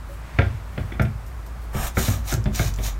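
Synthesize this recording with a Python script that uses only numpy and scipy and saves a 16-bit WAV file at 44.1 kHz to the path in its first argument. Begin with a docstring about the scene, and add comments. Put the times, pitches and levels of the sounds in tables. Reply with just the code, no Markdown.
"""Cutting a watermelon in a small kitchen

A melon on a plate rocks on a glass hob, close by: struck modes and noise puffs make the dull knocks.
A large knife ticks into the rind, then crunches through in five strokes that rock the plate again.
The crunch is dense random pops and hiss, with ringing steel and rasping flesh; a hand brushes the skin.
Decaying noise makes the kitchen's answer, under a wavering low drone that grows and a steady rush of air."""
import sys
import numpy as np
from scipy import signal
from scipy.fft import rfft, irfft, next_fast_len
from scipy.io import wavfile
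from scipy.ndimage import map_coordinates

SR = 44100
rng = np.random.default_rng(int(sys.argv[2]) if len(sys.argv) > 2 else 0)


def master_out(mix):
    """Clip the mix to full scale and print it as 16-bit PCM to the path in sys.argv[1]."""
    frames = np.transpose(np.atleast_2d(mix))
    ceiling = np.clip(frames, -1, 1)
    pcm = np.round(ceiling * 32767).astype(np.int16)
    wavfile.write(sys.argv[1], SR, pcm)


N = 131859  # samples


def amp(db):
    """Decibels to gain."""
    return 10 ** (np.asarray(db) / 20)


def unit(x):
    """Scaled to rms 1."""
    return x / np.sqrt(np.mean(x ** 2) + 1e-20)


def along(points, hz):
    """Values at hz, read between (Hz, value) points on a log frequency axis."""
    f, v = np.transpose(points)
    return np.interp(np.log(hz + 1), np.log(f + 1), v)


def clock():
    """Time of every sample in seconds."""
    return np.arange(N) / SR


def coloured(x, spectrum):
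    """x filtered by a (Hz, dB) spectrum, at rms 1."""
    gain = amp(along(spectrum, np.fft.rfftfreq(len(x), 1 / SR)))
    return unit(irfft(rfft(x) * gain, len(x)))


def noise(spectrum, size=N):
    """Coloured noise of rms 1."""
    white = rng.standard_normal(next_fast_len(size))
    return unit(coloured(white, spectrum)[:size])


def decay(t60, rise):
    """Half a second of a struck envelope: a rounded onset, then an exponential fall (both in s)."""
    t = np.arange(SR // 2) / SR
    return np.exp(-np.log(1000) * t / t60) * (1 - np.exp(-t / rise))


def burst(spectrum, t60, rise):
    """A dying puff of coloured noise."""
    return noise(spectrum, size=SR // 2) * decay(t60, rise)


def ring(modes, rise, scatter_db=2, detune=0.018):
    """Damped sine modes, each a little different in level, pitch and phase at every blow."""
    t = np.arange(SR // 2) / SR
    out = np.zeros(SR // 2)
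    for (hz, db, t60), (a, b, c) in zip(modes, rng.standard_normal((len(modes), 3))):
        wave = np.sin(2 * np.pi * (hz * (1 + detune * b) * t + c))
        out += amp(db + scatter_db * a) * decay(t60, rise) * wave
    return out


def add(track, s, sound):
    """Mix a sound in at time s."""
    part = track[round(s * SR):][:len(sound)]
    part += sound[:len(part)]


def wobble(rate):
    """A smooth random curve, rate knots a second."""
    return map_coordinates(rng.standard_normal(SR // 10), [clock() * rate], mode="mirror")


# decay of the small kitchen: pitch_hz [Hz], t60_s [s]
ROOM = [(100, 0.45), (500, 0.24), (2000, 0.23), (6000, 0.22), (15000, 0.12)]
ROOM_DELAY_S = 0.008


def in_kitchen(x, room_db):
    """A sound plus its short room tail: decaying noise that lasts longest in the bass."""
    hz, t, z = signal.stft(rng.standard_normal(SR // 2), SR, nperseg=256)
    fall = np.exp(-np.log(1000) * t / along(ROOM, hz)[:, None])
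    tail = signal.istft(z * fall, SR, nperseg=256)[1]
    late = np.pad(x, (round(ROOM_DELAY_S * SR), 0))
    wet = signal.fftconvolve(late, tail / np.linalg.norm(tail))
    return x + amp(room_db) * wet[:len(x)]


# colour of the rush of air: pitch_hz [Hz], level_db [dB]
AIR = [(22, -43), (40, 0), (80, 0.5), (120, -3), (180, -12.5), (450, -20.5), (1100, -18), (2200, -27),
       (3100, -34.5), (6500, -38.5), (9500, -39.5), (10400, -45.5), (11600, -39.5), (15800, -46.5)]
AIR_DB = -39
# course of the low drone: start_s [s], level_db [dB, before the waver]
DRONE_LEVEL = [(0, -36), (1.6, -33), (2.3, -27.5), (2.99, -26)]
DRONE_HZ = 53.7
# waver scales a random curve in pitch and in level; its rate is in knots a second
DRONE_WAVER_HZ, DRONE_WAVER_DB, DRONE_WAVER_RATE = 4.274, 0.5, 15


def background():
    """A sine drone wavering in pitch and level, and a steady rush of air made of coloured noise."""
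    hz = DRONE_HZ + DRONE_WAVER_HZ * wobble(DRONE_WAVER_RATE)
    course_db = np.interp(clock(), *np.transpose(DRONE_LEVEL))
    db = course_db + DRONE_WAVER_DB * wobble(DRONE_WAVER_RATE)
    drone = unit(np.sin(2 * np.pi * np.cumsum(hz) / SR))
    return amp(AIR_DB) * noise(AIR) + amp(db) * drone


CELLS_PER_S, CELL_SPREAD_DB = 1300, 2
CELL_SHARE = 0.53  # share of pops in the power, the rest is hiss
RIND_RING_S, RIND_RING_DB = 0.017, -3  # every pop rings on briefly (t60)


def cells(spectrum):
    """Dense tiny pops over a sliding hiss, each ringing on as a short tail of noise."""
    size = next_fast_len(N)
    struck = rng.random(size) < CELLS_PER_S / SR
    signs = np.sign(rng.standard_normal(size))
    pops = struck * signs * amp(CELL_SPREAD_DB * rng.standard_normal(size))
    hiss = rng.standard_normal(size)
    tear = np.sqrt(CELL_SHARE) * unit(pops) + np.sqrt(1 - CELL_SHARE) * hiss
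    tail = rng.standard_normal(SR // 2) * decay(RIND_RING_S, 1 / SR)
    ringing = signal.fftconvolve(tear, tail)[:size]
    return coloured(tear + amp(RIND_RING_DB) * unit(ringing), spectrum)[:N]


# the hand brushes over the melon: centre_s [s], length_s [s], rub_db [dB], hiss_db [dB]
BRUSHES = [(0.13, 0.092, -65, -53), (0.404, 0.39, -41, -63), (0.83, 0.26, -46, -57.5),
           (1.634, 0.059, -83, -54), (2.795, 0.059, -43, -47)]
# colour of the rub: pitch_hz [Hz], level_db [dB]
BRUSH = [(150, 21), (400, -55), (560, 11), (800, 4.5), (2200, 5.5), (4000, -5.5), (7000, -12), (15000, -31)]
# colour of the skin's hiss: pitch_hz [Hz], level_db [dB]
SKIN = [(1500, 2), (5000, -0.5), (16000, 0)]
# the rind squeaks once as the melon is turned
SQUEAK_S, SQUEAK_HZ, SQUEAK_DB, SQUEAK_T60 = 0.092, 560, -32, 0.18


def hand():
    """Soft swells of skin sliding on the rind, as noise and tiny pops, and one small squeak."""
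    rub, hiss = noise(BRUSH), cells(SKIN)
    out = np.zeros(N)
    for centre, length, rub_db, hiss_db in BRUSHES:
        swell = np.exp(-(2 * (clock() - centre) / length) ** 2)
        out += (amp(rub_db) * rub + amp(hiss_db) * hiss) * swell
    add(out, SQUEAK_S, ring([(SQUEAK_HZ, SQUEAK_DB, SQUEAK_T60)], rise=0.012))
    return out


# knocks of melon and plate on the hob: start_s [s], then levels [dB, before the trims below]:
# thump_db, hollow_db, clunk_db, clack_db, crack_db (sharp), click_db (bright)
KNOCKS = [(0.3872, -16.5, -20.5, -18.5, -17, -26.5, -30), (0.418, -24, -32, -31, -26, -35, -39),
          (0.777, -25, -33, -30.5, -35.5, -36, -40), (0.92, -42, -34, -34.5, -51, -37, -58),
          (.954, -45, -41, -56, -41, -54, -58), (0.9961, -18.5, -30.5, -22.5, -19.5, -29, -46.5),
          (1.051, -34.5, -33, -46, -42, -41.5, -44.5), (1.746, -24, -28, -30, -52, -41, -60),
          (1.9708, -21, -20, -21, -20.5, -32.5, -51), (2.08, -22.5, -25.5, -28, -32.5, -35.5, -55),
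          (2.323, -21, -30, -29, -26.5, -40, -58), (2.373, -28.5, -36, -38, -52, -60, -65),
          (2.457, -23, -20.5, -27, -41, -33.5, -39), (2.5933, -21.5, -23.5, -23.5, -20.5, -33.5, -46),
          (2.786, -28.5, -34, -34, -48, -37, -46)]
THUMP_DB, HOLLOW_DB, CLUNK_DB = 4.5, 1, 1.5
PLATE_DB, CLACK_DB, CRACK_DB, CLICK_DB = -5.5, 1, 7, 8
# melon, plate and hob ring together: pitch_hz [Hz], level_db [dB], t60_s [s]
BODY_MODES = [(65, -5, 0.43), (93.8, -5.5, 0.56), (113.1, -1.5, 0.27), (145.7, -2.5, 0.14),
              (213.6, -15, 0.29), (369.8, -13, 0.13), (475, -24, 0.078)]
# the melon's hollow note: pitch_hz [Hz], level_db [dB], t60_s [s]
HOLLOW_MODES = [(177.7, -5.5, 0.15), (218.7, -1, 0.18), (270, -13, 0.17), (322, -19.5, 0.15)]
# the plate's ring: pitch_hz [Hz], level_db [dB]
PLATE_MODES = [(554, -4), (635, -4), (672, -3), (800, -11), (1238, -6), (1353, 0), (1425, -2), (1545, -1),
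               (1605, 0), (1730, -5), (1960, -8), (2150, -9), (2325, -10)]
# first hard swing of the plate: pitch_hz [Hz], level_db [dB], t60_s [s]
CLACK_MODES = [(644, -8.5, 0.019), (1443, 3.5, 0.012), (1635, 7.5, 0.0073), (2205, 0, 0.018)]
# colour of the dull contact noise: pitch_hz [Hz], level_db [dB]
CLUNK = [(60, -25), (170, -4.5), (260, 4), (400, -3), (660, -1.5), (900, -10), (1500, -33), (4000, -55)]
# colour of the sharp crack: pitch_hz [Hz], level_db [dB]
CRACK = [(800, -13), (1900, 9.5), (2300, 12.5), (2850, -3.5), (3450, 6), (4000, -15), (5000, -14),
         (6500, -21), (9000, -75)]
# hard edge of the contact: pitch_hz [Hz], level_db [dB]
CLICK = [(1200, -9), (2900, 3), (4800, -13), (9000, -37)]
THUMP_RISE_S = 0.0034
PLATE_T60, CLUNK_T60, CRACK_T60, CLICK_T60 = 0.078, 0.12, 0.037, 0.031  # s
# contact time at the hard clack level; weaker knocks are slower, ten times per SOFTER_DB
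CONTACT_S, HARD_CLACK_DB, SOFTER_DB = 0.0004, -9, 46
REBOUND_S, REBOUND_DB = 0.024, -14  # the plate chatters once after each knock
KNOCK_ROOM_DB = -7


def knocks():
    """The heavy melon thumps hollowly on the hob while the plate clacks, chatters and rings briefly."""
    out = np.zeros(N)
    plate = [(hz, db, PLATE_T60) for hz, db in PLATE_MODES]
    for s, thump_db, hollow_db, clunk_db, clack_db, crack_db, click_db in KNOCKS:
        weaker_db = HARD_CLACK_DB - max(clack_db, crack_db)
        rise = CONTACT_S * 10 ** (weaker_db / SOFTER_DB)
        blow = amp(thump_db + THUMP_DB) * ring(BODY_MODES, THUMP_RISE_S)
        blow += amp(hollow_db + HOLLOW_DB) * ring(HOLLOW_MODES, THUMP_RISE_S)
        blow += amp(clunk_db + CLUNK_DB) * burst(CLUNK, CLUNK_T60, rise=0.001)
        blow += amp(clack_db + PLATE_DB) * ring(plate, rise, detune=0.0022)
        blow += amp(click_db + CLICK_DB) * burst(CLICK, CLICK_T60, rise)
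        for delay, db in ((0, 0), (REBOUND_S, REBOUND_DB)):
            clack = amp(db + clack_db + CLACK_DB) * ring(CLACK_MODES, rise)
            crack = amp(db + crack_db + CRACK_DB) * burst(CRACK, CRACK_T60, rise)
            add(blow, delay, clack + crack)
        add(out, s, in_kitchen(blow, KNOCK_ROOM_DB))
    return out


# the blade's tip ticks in the rind: start_s [s], level_db [dB]
TICKS = [(1.0178, -36.5), (1.263, -47.5), (1.278, -52), (1.462, -45.5), (1.732, -45), (1.761, -45),
         (1.947, -45)]
# colour of a tick: pitch_hz [Hz], level_db [dB]
TICK = [(2000, -30), (5000, -3.5), (9000, -6), (10500, -7), (12000, 2.5), (16000, -15)]
TICK_T60, TICK_RISE_S = 0.066, 0.0015
# ring of the steel, in ticks and in singing(): pitch_hz [Hz], level_db [dB], t60_s [s, ticks only]
BLADE_MODES = [(5300, 0, 0.2), (6805, 2, 0.13), (8600, -4, 0.24), (9570, -5, 0.12), (10000, -4, 0.088),
               (11600, -12, .14), (13200, -11, .18), (14580, -2, .1)]
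BLADE_DB = -15  # trim of the steel under the tick's noise
# fibres of the rind snap: start_s [s], level_db [dB]
SNAPS = [(2.326, -23), (2.3395, -19.5), (2.4412, -35), (2.559, -22.5), (2.649, -31), (2.678, -31),
         (2.739, -31), (2.744, -35), (2.761, -35)]
# colour of a snap: pitch_hz [Hz], level_db [dB]
SNAP = [(800, -25), (4200, -7.5), (5600, -2.5), (7200, 1.5), (9000, -14), (16000, -16)]
SNAP_T60 = 0.012


def clicks():
    """Thin steel ticks of the blade, noise with ringing modes, and dry noise snaps of the rind."""
    out = np.zeros(N)
    for s, db in TICKS:
        tip = burst(TICK, TICK_T60, TICK_RISE_S)
        steel = ring(BLADE_MODES, TICK_RISE_S, detune=0.0012)
        add(out, s, amp(db) * (tip + amp(BLADE_DB) * steel))
    for s, db in SNAPS:
        add(out, s, amp(db) * burst(SNAP, SNAP_T60, rise=0.000068))
    return out


SING_WIDTH_HZ = 90


def singing():
    """The scraped blade rings in narrow bands: noise through resonances at its modes."""
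    size = next_fast_len(N)
    f = np.fft.rfftfreq(size, 1 / SR)
    response = np.zeros(len(f))
    for hz, db, _ in BLADE_MODES:
        response += amp(db) / (1 + ((f - hz) / (SING_WIDTH_HZ / 2)) ** 2)
    return unit(irfft(rfft(rng.standard_normal(size)) * response, size)[:N])


# colour of the parting fibres: pitch_hz [Hz], level_db [dB]
FIBRE = [(700, -2), (2200, 6), (7000, 0.5), (15000, 0.5)]
FIBRES_PER_S, FIBRE_SPREAD_DB, FIBRE_T60 = 190, 1.5, 0.0021  # coarser than the cells


def fibres():
    """Sparse, uneven crackles of parting fibres, each a very short decay of noise."""
    size = next_fast_len(N)
    struck = rng.random(size) < FIBRES_PER_S / SR
    breaks = struck * amp(FIBRE_SPREAD_DB * np.clip(rng.standard_normal(size), -2, 2))
    life = signal.fftconvolve(breaks, decay(FIBRE_T60, 1 / SR))[:size]
    return coloured(life * rng.standard_normal(size), FIBRE)[:N]


# pushes of the knife: start_s [s, full bite], end_s [s], then levels before the trims below:
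# first_db and last_db [dB, crunch at start and end], fizz_db [dB, against the crunch],
# rasp_db [dB, low rasp], bite and release [dB/s, slopes before the start and after the end]
STROKES = [(1.751, 1.88, -46.5, -37, 3.5, -29, 580, 800), (1.985, 2.147, -29, -37.5, -2, -33.5, 700, 281),
           (2.28, 2.343, -33.5, -32.5, -5, -34, 579.5, 620),
           (2.552, 2.686, -30.5, -35.5, -7.5, -36, 847, 458),
           (2.843, 2.892, -31.5, -35, -5.5, -37, 518, 483)]
# colour of the crunching rind: pitch_hz [Hz], level_db [dB]
CRUNCH = [(800, -18), (1800, -1), (3300, 4), (5400, 4), (6100, 5), (6900, 5.5), (7800, -10.5),
          (10500, -6.5)]
# colour of the fizz over it: pitch_hz [Hz], level_db [dB]
FIZZ = [(5000, -9), (8000, 0.5), (9200, 2.5), (10400, -7.5), (11600, 0), (14700, -2), (16000, -1)]
# colour of the flesh: pitch_hz [Hz], level_db [dB]
FLESH = [(80, 13.5), (200, 1), (450, 2.5), (700, 2), (1280, 3), (1800, -3), (3200, -9), (8000, -54)]
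CRUNCH_DB, FIBRE_DB, FIZZ_DB, FLESH_DB = -2.5, -9, -0.4, -3
SWELL_DB = 2  # at mid-stroke
FLESH_GROWS = 0.89  # the rasp follows the stroke's shape by this much, in dB per dB
# level of the singing at the first stroke; the fruit damps the blade more as it sinks in
SING_DB, SING_DAMPING_DB_PER_S = -8, 14


def cutting(judder_db=0.2, judder_rate=140):
    """Each push bites, swells and lets go: the rind crunches, the blade sings, the flesh rasps."""
    t = clock()
    push, top, rasp = np.zeros((3, N))
    for start, end, first_db, last_db, fizz_db, rasp_db, bite, release in STROKES:
        u = np.clip((t - start) / (end - start), 0, 1)  # progress of the stroke
        slopes_db = bite * np.maximum(start - t, 0) + release * np.maximum(t - end, 0)
        shape_db = SWELL_DB * np.sin(np.pi * u) - slopes_db
        level = amp(shape_db + first_db + (last_db - first_db) * u)
        push += level
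        top += level * amp(fizz_db)
        rasp += amp(rasp_db + FLESH_GROWS * shape_db)
    sing_db = SING_DB - SING_DAMPING_DB_PER_S * (t - STROKES[0][0])
    crunch = push * (amp(CRUNCH_DB) * cells(CRUNCH) + amp(FIBRE_DB) * fibres())
    treble = top * (amp(FIZZ_DB) * cells(FIZZ) + amp(sing_db) * singing())
    flesh = amp(FLESH_DB) * rasp * cells(FLESH)
    return (crunch + treble + flesh) * amp(judder_db * wobble(judder_rate))


KNIFE_ROOM_DB = -11.5


def scene():
    """Plate, knife and hand, close by in the kitchen; only knocks and knife get its room tail."""
    plate = knocks()
    knife = in_kitchen(cutting() + clicks(), KNIFE_ROOM_DB)
    return (plate + knife + hand() + background())[None]


TOP_HZ = 15800


def record(dry):
    """The mono recorder keeps nothing above its band limit."""
    size = next_fast_len(N + SR // 2)
    kept = np.fft.rfftfreq(size, 1 / SR) < TOP_HZ
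    return irfft(rfft(dry, size) * kept, size)[:, :N]


dry = scene()
out = record(dry)
master_out(out)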